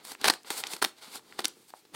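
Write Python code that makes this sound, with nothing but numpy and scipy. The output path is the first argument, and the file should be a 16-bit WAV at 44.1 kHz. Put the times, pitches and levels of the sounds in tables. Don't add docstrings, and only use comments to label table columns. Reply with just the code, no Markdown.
import sys
import numpy as np
from scipy import signal
from scipy.fft import rfft, irfft
from scipy.io import wavfile

SR = 44100
rng = np.random.default_rng(int(sys.argv[2]) if len(sys.argv) > 2 else 0)


def transcribe(u):
    v = np.clip(np.atleast_2d(u).T, -1, 1)
    q = np.round(v * 32767).astype(np.int16)
    wavfile.write(sys.argv[1], SR, q)


N = 85995
TOP_HZ = 15900


def undb(db):
    return 10 ** (np.asarray(db) / 20)


def unit(x):
    return x / np.sqrt(np.sum(x ** 2) + 1e-18)


def colour(x, points, bass_db=0, treble_db=0, bass_hz=490, treble_hz=6200, size=2048):
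    f = np.maximum(np.fft.rfftfreq(size, 1 / SR), 1)
    hz, db = np.array(points, float).T
    db = np.interp(np.log(f), np.log(hz), db)
    db = db + bass_db / (1 + (f / bass_hz) ** 4) + treble_db / (1 + (treble_hz / f) ** 4)
    cepstrum = irfft(np.log(undb(db)))
    cepstrum[1:size // 2] *= 2
    cepstrum[size // 2 + 1:] = 0
    return signal.fftconvolve(x, irfft(np.exp(rfft(cepstrum))))[:len(x)]


def steady(x, points, treble_db=0):
    return unit(colour(x, points, treble_db=treble_db)) * np.sqrt(len(x))


def soften(x, hz):
    return signal.sosfilt(signal.butter(2, min(hz, TOP_HZ), fs=SR, output="sos"), x)


def grains(n, per_s, spread_db, limit_sigma=1.73):
    size_db = spread_db * np.minimum(rng.standard_normal(n), limit_sigma)
    fires = rng.random(n) < per_s / SR
    return fires * np.sign(rng.standard_normal(n)) * undb(size_db)


def ring(hz, ring_s, size=4096):
    t = np.arange(size) / SR
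    displacement = np.exp(-t / max(ring_s, 1 / SR)) * np.sin(2 * np.pi * min(hz, TOP_HZ) * t)
    return np.diff(displacement, prepend=0)


def add(out, x, start_s, db, window_s=0.004):
    i = max(int(round(start_s * SR)), 0)
    part = unit(x)[:max(N - i, 0)] * undb(db) * np.sqrt(window_s * SR)
    out[i:i + len(part)] += part


def background_hiss(rms_db=-66.5):
    # frequency in Hz, gain in dB.
    spectrum = [(30, -21), (150, 3.5), (400, -10.5), (1000, -7.5), (2500, -3.5), (4500, -4.5), (9000, -9),
                (16000, -12)]
    return undb(rms_db) * steady(rng.standard_normal(N), spectrum)


def room(x, send_db=-16.5, t60_s=0.22, delay_s=0.00373):
    # frequency in Hz, gain in dB.
    response = [(40, -9), (200, 1.5), (400, 7.5), (900, 1), (2000, 1), (4200, -2), (8000, 0.5),
                (16000, -13)]
    t = np.arange(SR // 2) / SR
    tail = rng.standard_normal(len(t)) * np.exp(-np.log(1000) * t / t60_s) * (t > delay_s)
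    return undb(send_db) * colour(signal.fftconvolve(x, unit(tail))[:N], response)


def rustle():
    # time in seconds, level in dB.
    contour = [(0, -63.5), (.12, -62), (.17, -67), (.3, -47.5), (.42, -75), (.52, -63), (.66, -58.5),
               (.75, -67), (.95, -71), (1.17, -62.5), (1.24, -63), (1.35, -60), (1.5, -62), (1.54, -65.5),
               (1.61, -64.5), (1.68, -73.5), (1.91, -70), (1.94, -53)]
    # frequency in Hz, gain in dB.
    pouch_response = [(30, -27), (90, -18), (160, -7.5), (250, -3), (380, 3), (560, -10.5), (1200, -12.5),
                      (4000, -39.5)]
    times_s, levels_db = np.array(contour).T
    gain = undb(np.interp(np.arange(N) / SR, times_s, levels_db))
    return gain * steady(rng.standard_normal(N), pouch_response)


def thumps(padding_hz=1300, lowest_hz=130):
    # start in seconds, level before the bass cut in dB, pitch in Hz, decay in seconds.
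    pops = [(0.219, -45, 262, 0.0023), (0.5063, -35, 346, 0.0021), (.639, -43, 800, .005),
            (.739, -48.5, 189, 0.0046), (.846, -37, 340, .0035), (1.077, -51.5, 222, 0.0064),
            (1.3915, -30.5, 343, 0.003), (1.569, -51.5, 370, 0.013), (1.738, -38.5, 844, 0.001),
            (1.746, -52.5, 777, 0.013), (1.899, -58.5, 300, 0.0035)]
    out = np.zeros(N)
    for start_s, db, hz, ring_s in pops:
        add(out, soften(ring(hz, ring_s), padding_hz), start_s, db)
    return signal.sosfilt(signal.butter(2, lowest_hz, "high", fs=SR, output="sos"), out)


def slides(flicker_db=1.0, flicker_per_s=260):
    # time of fastest slip in seconds, level in dB, rise and fall in seconds, treble in dB.
    strokes = [(.005, -58.5, .02, 0.025, -17), (0.062, -48.5, 0.015, 0.033, 7),
               (.113, -43.5, 0.033, 0.018, 4), (0.237, -46, 0.025, 0.029, -10),
               (0.331, -43, 0.011, 0.017, 2), (.477, -46, 0.014, 0.022, -1), (.516, -38, 0.0082, 0.034, 4),
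               (.585, -34.5, 0.017, 0.02, 8.5), (.66, -45, 0.027, 0.036, -6.5),
               (.731, -38, 0.021, 0.015, 6), (0.791, -53, .02, 0.0088, 3), (0.873, -49, 0.021, 0.018, 9),
               (.988, -56, 0.015, 0.011, -3), (1.032, -47, 0.014, .018, -1.5), (1.07, -51, 0.022, 0.042, 0),
               (1.157, -42, 0.025, .019, 3.5), (1.31, -58.5, 0.044, 0.13, -2),
               (1.42, -47, 0.0071, 0.0052, -4), (1.388, -51.5, 0.0088, 0.0074, -2),
               (1.466, -50.5, 0.0046, 0.027, 2), (1.61, -65, 0.058, 0.056, 10),
               (1.695, -56, 0.013, 0.0089, 10), (1.779, -60.5, 0.037, 0.023, 6.5)]
    # frequency in Hz, gain in dB.
    friction_spectrum = [(35, -60.5), (60, -39), (330, -6), (553, -3.5), (607, -5.5), (803, 1.5),
                         (1220, -3.5), (1440, -0.5), (1820, -8.5), (2090, -1.5), (2580, -6.5), (4420, 0.5),
                         (5860, -9.5), (8710, -6), (12100, -13.5), (13600, -13), (16000, -21)]
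    out, t = np.zeros(N), np.arange(N) / SR
    slips = grains(N, per_s=16000, spread_db=4)
    for peak_s, db, rise_s, fall_s, treble_db in strokes:
        speed = np.exp(-0.5 * ((t - peak_s) / np.where(t < peak_s, rise_s, fall_s)) ** 2)
        friction = steady(np.roll(slips, rng.integers(N)), friction_spectrum, treble_db)
        out += undb(db) * speed * friction
    catches = np.interp(t * flicker_per_s, np.arange(N), rng.standard_normal(N))
    return out * undb(flicker_db * catches)


def snaps(shiver_db=-6.5, shiver_s=0.0019, cutoff_ratio=2.2, size=4096):
    # start in seconds, level in dB, pitch in Hz, decay in seconds.
    folds = [(.1478, -51.5, 8000, .0001), (.151, -42, 1500, 0.00023), (0.214, -43, 5470, 0.00014),
             (0.2443, -30.5, 2800, 0.000063), (0.2834, -26, 5230, 0.00015), (0.2998, -18, 4200, 0.00031),
             (0.433, -55.5, 5500, 0.00007), (.6381, -28, 2220, 0.00012), (.669, -34.5, 3400, 0.00011),
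             (0.6724, -38.5, 5500, 0.000046), (0.7354, -34, 3080, 0.00012), (0.8253, -20.5, 1180, 0.00076),
             (.849, -26, 2050, 0.00018), (1.3248, -45.5, 1650, 0.00033), (1.4452, -28, 3820, 0.00087),
             (1.4544, -20.5, 4200, 0.000075), (1.482, -37, 10700, 0.00015)]
    out, t = np.zeros(N), np.arange(size) / SR
    for start_s, db, hz, ring_s in folds:
        push = undb(shiver_db) * unit(rng.standard_normal(size) * t * np.exp(-2 * t / shiver_s))
        push[0] += 1
        snap = signal.fftconvolve(push, ring(hz, ring_s))[:size]
        add(out, soften(snap, cutoff_ratio * hz), start_s, db)
    return out


def crumples(size=4096):
    # peak time in seconds, level in dB, rise and fall in seconds, bass and treble in dB.
    creases = [(0.0515, -41.5, 0.00092, 0.0015, -11, 15.5), (.119, -37, 0.0016, 0.0021, 8, 7.5),
               (.2158, -39, 0.0021, 0.0022, 10, 4), (0.2433, -18, 0.0003, 0.0033, -4, -1),
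               (.2518, -23, 0.006, .003, -7, 1), (0.256, -20.5, 0.00044, 0.0025, -3, -1),
               (.261, -24, .001, 0.0017, 3, 0.5), (.27, -22.5, 0.0063, 0.011, 1, 0),
               (0.279, -23, .0025, 0.0012, 12, 13), (0.2828, -16.5, 0.00035, 0.0006, -3, 1.5),
               (0.2858, -18.5, 0.00086, 0.00176, -5, 2), (.3006, -17, 0.0022, 0.003, 5.5, -0.5),
               (.3033, -24.5, 0.00023, 0.0033, 7, 10.5), (0.3074, -28, 0.0012, 0.0011, -8, 2),
               (0.3382, -33, 0.0014, 0.0013, 0, 3), (0.4473, -48, 0.0011, 0.0052, 8, -17),
               (0.5041, -25.5, 0.00068, 0.0049, -0.5, 10), (.7387, -38.5, 0.0011, 0.0034, 25, 14),
               (0.7659, -38, .002, 0.0032, 10, 5.5), (0.819, -30, 0.00086, 0.0037, 0, -3),
               (0.8252, -20, 0.0028, 0.0048, 5.5, 10.5), (.8325, -29, 0.0024, 0.0028, -12, 11),
               (0.8429, -26, 0.00047, 0.001, 13, 10), (0.848, -20.5, 0.0026, 0.0018, -5.5, -7.5),
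               (0.8492, -21.5, 0.0021, 0.00096, 2.5, 4.5), (.859, -35.5, 0.0026, 0.002, 18, 7),
               (1.158, -37.5, .003, 0.0029, 11, 15), (1.1944, -52.5, 0.00042, 0.0011, 13, -11),
               (1.3917, -28.5, 0.0018, 0.0017, 0.5, -1), (1.394, -29.5, 0.00047, 0.0033, 10.5, 1),
               (1.4051, -35.5, 0.0015, 0.0021, 15, 5.5), (1.446, -32, 0.0025, 0.0011, 5, 10),
               (1.45, -31.5, 0.0012, 0.0016, 12, 7.5), (1.456, -38.5, 0.0011, 0.001, 21, -11),
               (1.705, -50.5, 0.0026, 0.0026, 6, 9.5), (1.852, -53.5, 0.0011, 0.0049, 10, -1),
               (1.9485, -36, 0.0057, 0.0033, 8, 4.5)]
    # frequency in Hz, gain in dB.
    paper_response = [(30, -20), (110, -25.5), (230, -6.5), (400, 0.5), (560, -6), (800, 1.5), (1300, -0.5),
                      (2000, -0.5), (2400, -4), (3000, -2), (4300, -1.5), (5300, -6), (6000, -10),
                      (7500, -15), (8700, -9), (10500, -12.5), (12000, -21), (14000, -16.5), (16000, -24)]
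    out = np.zeros(N)
    t = (np.arange(size) - size // 4) / SR
    for peak_s, db, rise_s, fall_s, bass_db, treble_db in creases:
        strength = np.exp(-np.abs(t / np.where(t < 0, rise_s, fall_s)))
        avalanche = strength * grains(size, per_s=8000, spread_db=5.5)
        add(out, colour(avalanche, paper_response, bass_db, treble_db), peak_s + t[0], db)
    return out


def scene():
    handling = crumples() + snaps() + thumps() + slides() + rustle()
    return (handling + room(handling) + background_hiss())[None]


def record(dry):
    return signal.sosfilt(signal.ellip(10, 0.1, 80, TOP_HZ, fs=SR, output="sos"), dry)


dry = scene()
out = record(dry)
transcribe(out)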